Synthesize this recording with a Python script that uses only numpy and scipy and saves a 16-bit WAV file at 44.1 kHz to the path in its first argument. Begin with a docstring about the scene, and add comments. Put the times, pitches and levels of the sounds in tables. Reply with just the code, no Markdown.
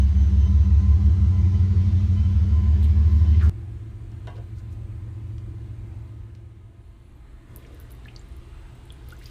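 """An engine idles outside a workshop, booming through the walls as a sum of harmonics of its cycle rate.
Three scenes: the idle creeps up while a steel pan is turned in the hands and a small motor whines;
the idle is faster and fainter; water is poured into a plastic tub, with plinks from ringing bubbles.
Fingers knock and rub the pan (damped modes, noise bursts) on both sides of the first, hard cut.
Shaped noise gives room hiss and stream; sine lines give whine, hum and thin whistles."""
import sys
import numpy as np
from scipy import signal
from scipy.fft import rfft, irfft
from scipy.io import wavfile
from scipy.ndimage import uniform_filter1d

SR = 44100
rng = np.random.default_rng(int(sys.argv[2]) if len(sys.argv) > 2 else 0)


def store_wav(level_fs):
    """Save 16-bit WAV to argv[1]."""
    pcm = np.round(np.clip(np.atleast_2d(level_fs), -1, 1) * 32767)
    wavfile.write(sys.argv[1], SR, pcm.T.astype(np.int16))


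N = 410130
TIME = np.arange(N) / SR
POUR_S = 7.47  # pouring begins


def gain_of(db):
    """Decibels to amplitude gain."""
    return 10 ** (np.asarray(db) / 20)


def evened(x):
    """Scales to rms 1."""
    return x / np.sqrt(np.mean(x ** 2) + 1e-20)


def level(points):
    """Gain over time, interpolated in dB from (t/s, level/dB) rows."""
    return gain_of(np.interp(TIME, *np.transpose(points)))


def ramp(start_s, length_s):
    """Straight line from 0 to 1."""
    return np.clip((TIME - start_s) / length_s, 0, 1)


def add(mix, start_s, sound):
    """Mixes a sound in at a time, in place."""
    part = mix[round(start_s * SR):][:len(sound)]
    part += sound[:len(part)]


def drift(rate_hz):
    """Low-passed noise of rms 1: slow random variation."""
    knots = TIME[::128]
    hz = np.fft.rfftfreq(len(knots), knots[1])
    spectrum = rfft(rng.standard_normal(len(knots))) / (1 + (hz / rate_hz) ** 4)
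    return np.interp(TIME, knots, evened(irfft(spectrum, len(knots))))


def band(x, centre_hz, octaves):
    """Bell-shaped band of x (standard deviation in octaves), at rms 1."""
    hz = np.fft.rfftfreq(len(x), 1 / SR) + 1
    bell = np.exp(-.5 * (np.log2(hz / centre_hz) / octaves) ** 2)
    return evened(irfft(rfft(x) * bell, len(x)))


def tone(hz, wander_hz, waver_db):
    """Sine line of rms 1 that wanders in pitch and strength."""
    turns = np.cumsum(hz + wander_hz * drift(10.6)) / SR
    return evened(np.sin(2 * np.pi * turns) * gain_of(waver_db * drift(9.2)))


def patter(per_s, spread_db, centre_hz, octaves, size=N):
    """Random rain of tiny impacts of unequal size and either sign, band-shaped to rms 1."""
    strength = gain_of(spread_db * np.minimum(rng.exponential(1, size), 4))
    impacts = (rng.random(size) < per_s / SR) * strength
    return band(impacts * rng.choice([-1, 1], size), centre_hz, octaves)


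def room(x, wet_db, t60_s):
    """Direct sound plus sparse random reflections that decay exponentially."""
    t = np.arange(SR // 2) / SR
    hits = (rng.random(len(t)) < 4000 / SR) * (t > .002)  # 4000 per s, after 2 ms
    taps = rng.standard_normal(len(t)) * hits * gain_of(-60 * t / t60_s)
    return x + gain_of(wet_db) * signal.oaconvolve(x, taps / np.linalg.norm(taps))[:N]


def air(spectrum, patchy_db):
    """Room noise of rms 1 with a given spectrum and faint drifting patches."""
    hz, _, z = signal.stft(rng.standard_normal(N), SR, nperseg=4096)
    f, db = np.transpose(spectrum)
    patches = uniform_filter1d(rng.standard_normal(z.shape), size=5, axis=1)
    patches = evened(uniform_filter1d(patches, size=12, axis=0))
    colour_db = np.interp(np.log(hz + 1), np.log(f), db)[:, None]
    shaped = z * gain_of(colour_db + patchy_db * patches)
    return evened(signal.istft(shaped, SR, nperseg=4096)[1][:N])


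def reflected_hiss():
    """Room hiss brightens while the pan's flat base reflects it: a noise band swells and fades."""
    middle_s, half_length_s, peak_db = 1.9, 0.83, -68.5
    facing = np.exp(-((TIME - middle_s) / half_length_s) ** 2)
    return gain_of(peak_db) * facing * band(rng.standard_normal(N), centre_hz=5200, octaves=0.28)


def hum(far_gain, tub_gain):
    """Mains and fan lines whose balance differs between the second scene and the third."""
    # hum lines: f/Hz, level in second scene/dB, level in third scene/dB
    lines = [(119.2, -57, -50.5), (342, -59, -64), (677, -78.5, -71), (1027, -74, -75.5),
             (1248, -76.5, -74), (2083, -79.5, -77)]
    out = np.zeros(N)
    for hz, far_db, tub_db in lines:
        gain = far_gain * gain_of(far_db) + tub_gain * gain_of(tub_db)
        out += gain * tone(hz, wander_hz=1.35, waver_db=2.5)
    return out


def whistles():
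    """Thin, faint whistles that swell, flicker and glide."""
    # whistles: t/s, length/s, level before flicker/dB, start f/Hz, end f/Hz
    glides = [(3.05, .2, -73, 11900, 11500), (3.27, .07, -70.5, 12100, 11500),
              (6.79, .17, -82, 11100, 10400), (6.78, .38, -85, 13200, 13200),
              (6.98, .18, -79, 10400, 11000), (7.145, .05, -79, 12800, 11100)]
    waver_hz = 170
    out = np.zeros(N)
    for start_s, length_s, db, start_hz, end_hz in glides:
        u = np.linspace(0, 1, int(length_s * SR))
        hz = start_hz + (end_hz - start_hz) * u + waver_hz * drift(120)[:len(u)]
        swell = np.sin(np.pi * u) * gain_of(db + 3.5 * drift(50)[:len(u)])
        add(out, start_s, swell * np.sin(2 * np.pi * np.cumsum(hz) / SR))
    return out


def whine():
    """Motor partials, shaded and reflected by the turning pan, with a fast common flutter."""
    # fundamental: t/s, level/dB
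    fundamental_db = [(0, -61), (.22, -70), (.58, -55.5), (.92, -54.5), (1.04, -62), (1.42, -57.5),
                      (2.1, -66), (2.4, -62), (2.58, -54), (2.7, -61), (3.08, -62), (3.18, -52.5),
                      (3.32, -63), (3.46, -57)]
    # second harmonic: t/s, level/dB
    octave_db = [(0, -69), (.8, -71), (1, -63.5), (1.9, -63.5), (2.4, -67), (3.5, -67)]
    # third harmonic: t/s, level/dB
    twelfth_db = [(0, -70), (.38, -64.5), (.9, -73), (1.95, -69), (2.24, -61.5), (2.6, -69), (3.5, -67.5)]
    # steady side partials: f/Hz, relative level/dB
    side_partials = [(665, -69.5), (4077, -80)]
    whine_hz, shrill_hz = 1021, 6105
    open_db, shaded_db, turn_s, turn_length_s = -64.5, -79.5, 0.44, 1
    fundamental = level(fundamental_db) * tone(whine_hz, wander_hz=4, waver_db=2.2)
    octave = level(octave_db) * tone(2 * whine_hz, wander_hz=7, waver_db=2.8)
    twelfth = level(twelfth_db) * tone(3 * whine_hz, wander_hz=18, waver_db=2.2)
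    sides = sum(gain_of(db + 5.5) * tone(hz, wander_hz=12, waver_db=0.0) for hz, db in side_partials)
    # the shrill partial is shaded as the pan turns away
    shrill_db = open_db + (shaded_db - open_db) * ramp(turn_s, turn_length_s)
    shrill = gain_of(shrill_db) * tone(shrill_hz, wander_hz=14, waver_db=1.5)
    flutter = 1 + .4 * drift(22)
    return flutter * (fundamental + octave + twelfth + sides + shrill)


def knock(ring_db, tick_db):
    """Finger on damped steel: a tick, a dull thud and a short ring of beating mode pairs."""
    # pan modes: f/Hz, relative level/dB, t60/s
    modes = [(330, -1, 0.15), (401, -3, 0.25), (490, 0, .12), (630, 2, 0.12), (708, -4, 0.2), (835, -6, .2),
             (980, -4.5, .22), (1090, -5, .18), (1510, -2, 0.1), (1610, -3, .11), (1790, -6, 0.092),
             (2060, -7, 0.12), (2800, -4.5, 0.12), (3100, -9.5, 0.15), (3700, -10, .09)]
    pair_split = .03  # greatest offset of each partner, as a share of the mode's pitch
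    t = np.arange(SR // 2) / SR
    ring = np.zeros(len(t))
    for hz, db, t60_s in modes:
        for side in (-1, 1):
            mode_hz = hz * (1 + side * pair_split * rng.random())
            ring += gain_of(db - 60 * t / t60_s) * np.sin(2 * np.pi * (mode_hz * t + rng.random()))
    thud = band(rng.standard_normal(len(t)), centre_hz=560, octaves=.85) * gain_of(2.0 - 60 * t / 0.098)
    tick = band(rng.standard_normal(len(t)), centre_hz=3400, octaves=0.7) * gain_of(.5 - 60 * t / 0.016)
    return gain_of(ring_db - 4.0) * (ring + thud) + gain_of(tick_db) * tick


def rub(length_s, db, centre_hz, octaves):
    """Skin slides and squeaks on steel: a swelling rain of tiny slips."""
    stroke = np.hanning(int(length_s * SR))
    slips = patter(per_s=1600, spread_db=3, centre_hz=centre_hz, octaves=octaves, size=SR)
    return gain_of(db) * stroke * slips[:len(stroke)]


def pan():
    """Fingers knock the pan and slide over it; the room answers."""
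    # knocks: t/s, relative ring level/dB, relative tick level/dB
    knocks = [(3.249, -52, -60), (3.462, -54, -50), (4.117, -67, -56.5), (4.272, -45, -49),
              (4.276, -54, -54), (4.284, -52, -55), (4.303, -55, -60), (4.367, -59, -62), (4.382, -58, -62),
              (5.382, -81, -52.5), (6.3505, -86.5, -52)]
    # rubs: t/s, length/s, level/dB, centre f/Hz, width/octaves
    rubs = [(2.811, .062, -52.5, 3400, .3), (2.813, 0.054, -58.5, 9200, .55), (3.29, 0.13, -57, 2600, .5),
            (3.38, 0.07, -46.5, 1750, 0.69), (3.408, .046, -39.5, 1360, 0.32),
            (3.425, 0.072, -47.5, 1300, 0.53), (3.392, 0.1, -60, 5000, .9), (4.29, .11, -58, 1010, 0.11),
            (4.315, .15, -52, 517, 0.39), (4.34, 0.056, -63, 3000, 0.65), (4.55, 0.067, -65, 4970, 0.7),
            (4.696, 0.058, -66, 6000, .8)]
    out = np.zeros(N)
    for start_s, ring_db, tick_db in knocks:
        add(out, start_s, knock(ring_db, tick_db))
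    for start_s, length_s, db, centre_hz, octaves in rubs:
        add(out, start_s, rub(length_s, db, centre_hz, octaves))
    return room(out, wet_db=-6.5, t60_s=0.19)


def stream():
    """The stream patters softly, splashes and sprays more where it breaks up, and the jug gurgles at first."""
    # surges: middle t/s, half-length/s, splash level/dB, spray level/dB
    surges = [(7.61, .05, -86, -82), (7.744, .025, -75, -74), (7.908, 0.0062, -63, -70),
              (9.105, 0.048, -67, -77), (9.275, 0.082, -62, -62.5)]
    gurgle_s, gurgle_db, rise_db_per_s, fall_db_per_s = 7.72, -51.5, 50, 52
    splash, spray = gain_of(-71.5), gain_of(-95)  # smooth stream
    for middle_s, half_length_s, splash_db, spray_db in surges:
        surge = np.exp(-((TIME - middle_s) / half_length_s) ** 2)
        splash = splash + gain_of(splash_db) * surge
        spray = spray + gain_of(spray_db) * surge
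    below_peak_db = np.maximum(rise_db_per_s * (gurgle_s - TIME), fall_db_per_s * (TIME - gurgle_s))
    gurgle = gain_of(gurgle_db - below_peak_db)
    out = spray * patter(per_s=900, spread_db=6, centre_hz=13200, octaves=0.66)
    out += splash * patter(per_s=1800, spread_db=2.5, centre_hz=3200, octaves=0.68)
    out += gurgle * patter(per_s=300, spread_db=3.5, centre_hz=316, octaves=0.58)
    return ramp(POUR_S, 0.12) * out


def drop(hz, t60_s, splash):
    """A drop snaps and traps a bubble that swells over a cycle or two, rings and rises in pitch."""
    rise_per_s, attack_cycles = 8, 1.3  # rise as a share of the pitch, until t60
    t = np.arange(SR // 8) / SR
    splash = np.clip(splash, 0, 1)
    bubble = np.sin(2 * np.pi * np.cumsum(hz * (1 + rise_per_s * np.minimum(t, t60_s))) / SR)
    snap = 0.73 * band(rng.standard_normal(len(t)), hz, octaves=0.34)
    shape = (1 - np.exp(-t * hz / attack_cycles)) * gain_of(5.5 - 60 * t / t60_s)
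    return shape * ((1 - splash) * bubble + splash * snap)


def slap():
    """Dull, wide-band tap of a droplet landing: decaying noise."""
    t = np.arange(SR // 8) / SR
    return gain_of(-13 - 60 * t / 0.0062) * band(rng.standard_normal(len(t)), centre_hz=5500, octaves=1)


def water():
    """Stream, trapped bubbles and droplets spitting on plastic; the tub walls and the room answer."""
    # bubbles: t/s, relative level/dB, f/Hz, t60/s, splash noise weight/1
    bubbles = [(7.625, -49.5, 2300, .018, 0.94), (7.648, -46, 2230, .019, 0.93),
               (7.665, -55, 5400, .012, .6), (8.0507, -43.5, 4000, 0.0093, 0.33),
               (8.057, -39.5, 1720, 0.017, .05), (8.082, -43, 2450, 0.058, 0.51),
               (8.086, -48, 2980, 0.028, 0.22), (8.1626, -31, 4560, 0.0069, 0.28),
               (8.162, -43, 5190, 0.013, 0.57), (8.194, -47, 7300, .012, .1), (8.214, -56, 6700, .01, .3),
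               (8.904, -35.5, 3300, 0.011, .02), (9.1236, -42.5, 1382, 0.062, .03),
               (9.105, -45, 3700, 0.013, 0.64), (9.213, -48, 1900, 0.058, 0.75),
               (9.2576, -40, 4700, 0.034, 0.46), (9.267, -49, 2500, 0.022, 0.36)]
    # spits: t/s, relative level/dB, centre f/Hz
    spits = [(7.5612, -34.5, 11850), (7.571, -47, 11500), (7.7457, -51, 12500), (7.8, -40.5, 12800),
             (7.812, -51, 12700), (7.825, -55, 12000), (7.905, -48, 14000), (7.908, -51, 10500),
             (7.918, -44, 12800), (7.925, -49, 12000), (7.9507, -51, 13800), (8.068, -52, 12100),
             (8.287, -59, 12000), (8.322, -55, 8500), (8.3658, -52, 12500), (8.753, -56, 12900),
             (8.8546, -53, 10500), (8.923, -46, 9600), (9.0872, -38.5, 12500), (9.105, -48, 10100),
             (9.1195, -48, 8000), (9.133, -54, 13500), (9.166, -53, 6000), (9.192, -52.5, 8900),
             (9.224, -49, 7460), (9.2645, -52, 13800)]
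    out = stream()
    for start_s, db, hz, t60_s, splash in bubbles:
        add(out, start_s, gain_of(db) * drop(hz, t60_s, splash))
    for start_s, db, hz in spits:
        add(out, start_s, gain_of(db) * (drop(hz, t60_s=0.009, splash=0.64) + slap()))
    in_tub = room(out, wet_db=-10.0, t60_s=0.027)
    return room(in_tub, wet_db=-11.5, t60_s=0.17)


def order_line(turns, multiple):
    """One engine order at rms 1; walls delay higher orders, smearing the firings, and phase strays."""
    lag_turns = multiple ** 2 / 11.4
    stray_turns = .003 * multiple * drift(1)
    # the bracket is in turns
    return np.sqrt(2) * np.sin(2 * np.pi * (multiple * turns - lag_turns + stray_turns))


def standing_waves(hz):
    """Room gain at low frequencies: bell-shaped peaks and dips, summed in dB."""
    # standing waves: f/Hz, width/Hz, level/dB
    waves = [(52.9, 1.1, -18), (59.3, .9, -21), (63, 1.4, 4.5), (67.2, .35, -8), (73.4, .8, -13),
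             (82.6, .9, -17), (91.6, 2, 7.5), (94.3, .7, -5), (102.7, .6, -12), (108.8, 1.8, 4.5),
             (113.5, 1.5, -4), (165, 1.3, -13), (196, 6, 3.3), (205.5, 1.2, -4)]
    return gain_of(sum(db * np.exp(-.5 * ((hz - centre) / width) ** 2) for centre, width, db in waves))


def far_engine():
    """The same rumble at a faster, fainter idle that swells slowly."""
    # orders: multiple of the cycle rate/1, level before swell/dB
    orders = [(6, -52), (9, -48), (10, -51), (11, -47), (12, -42), (13, -48), (14, -47), (15, -39),
              (16, -54), (17, -60), (20, -67), (24, -70), (25, -68), (26, -60), (27, -65), (28, -65),
              (29, -68), (30, -65), (38, -71), (40, -66), (42, -70), (43, -67), (44, -60)]
    # swell: t/s, level/dB
    swell = [(3.5, 2), (4.1, -2), (4.8, 0.5), (5.3, 2.5), (6.1, -1.5)]
    cycle_hz = 7.417
    turns = np.cumsum(cycle_hz * (1 + .001 * drift(4))) / SR
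    return level(swell) * sum(gain_of(db) * order_line(turns, k) for k, db in orders)


def near_engine():
    """Unequal cylinders sound multiples of the rising cycle rate, beating and sliding through room modes."""
    # orders: multiple of the cycle rate/1, level before room gain and drift/dB
    orders = [(6, -44), (7, -53), (8, -56), (9, -40), (10, -37), (11, -30.5), (12, -16.9), (13, -26.5),
              (14, -32.5), (15, -26), (16, -46), (17, -39.5), (18, -35), (19, -46), (20, -45), (21, -47),
              (24, -58), (27, -48), (28, -46), (29, -55), (30, -51), (31, -44.5), (32, -43.5), (33, -41.5),
              (34, -44.5), (35, -51), (36, -55), (37, -59), (48, -60), (49, -58), (50, -58), (53, -62),
              (55, -62)]
    idle_hz, creep_hz_per_s, first_firing_s = 5.81, .169, .046
    late_order, late_db, late_s = 13, -20, 1.0  # this order starts weak and swells in
    cycle_hz = idle_hz + creep_hz_per_s * TIME
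    turns = np.cumsum(cycle_hz * (1 + .0015 * drift(5))) / SR - idle_hz * first_firing_s
    coarse = slice(None, None, 512)
    out = np.zeros(N)
    for k, db in orders:
        boom = np.interp(TIME, TIME[coarse], standing_waves(k * cycle_hz[coarse]))
        swell_db = late_db * (1 - ramp(0, late_s)) if k == late_order else 0
        strength = gain_of(db + swell_db + 0.062 * k * drift(0.98))
        out += boom * strength * order_line(turns, k)
    return out


def scene():
    """Hard cut with a tick after the first scene, slow dissolve to the third, step up at the pouring."""
    # room noise of each scene: f/Hz, relative density/dB
    near_air = [(20, -9.5), (70, 4.5), (130, 6.5), (250, -6), (330, -2), (420, -7), (530, -17.5),
                (1000, -16.5), (1700, -21), (4400, -26.5), (6800, -32), (7500, -37.5), (9500, -40),
                (11000, -47), (15000, -50)]
    far_air = [(15, -55), (45, 13), (100, 6.5), (150, -7), (320, -8.5), (500, -19.5), (1100, -24.5),
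               (2200, -28), (4200, -35.5), (5200, -42), (9000, -39.5), (10500, -50), (15000, -48)]
    tub_air = [(15, -9), (40, 14.5), (72, 15), (100, 2), (220, -5.5), (320, -3.5), (520, -16.5),
               (1200, -19), (2200, -23), (4000, -28.5), (5200, -39), (9000, -33.5), (10500, -42),
               (15000, -45)]
    cut_s = 3.495
    dissolve = ramp(start_s=5.994, length_s=1.43)
    far_gain = (1 - dissolve) ** 1.65
    tub_gain = dissolve * gain_of(-3.5 * (1 - ramp(POUR_S, 0.033)))  # lower until the pouring
    first = near_engine() + whine() + reflected_hiss() + gain_of(-40) * air(near_air, patchy_db=2.26)
    second = far_engine() + gain_of(-42) * air(far_air, patchy_db=1.6)
    third = gain_of(-41.5) * air(tub_air, patchy_db=2.0)
    later = far_gain * second + tub_gain * third + hum(far_gain, tub_gain)
    cut = ramp(cut_s, .002)
    mix = first * (1 - cut) + later * cut + pan() + whistles() + water()
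    add(mix, cut_s, gain_of(-24.5) * np.exp(-TIME[:SR // 100] / .00007))  # tick
    return mix[None]


def record(dry):
    """Band limit: linear-phase low-pass."""
    lowpass = signal.firwin(511, 15550, window=("kaiser", 9), fs=SR)  # edge in Hz
    return signal.oaconvolve(dry, lowpass[None], "same")


dry = scene()
out = record(dry)
store_wav(out)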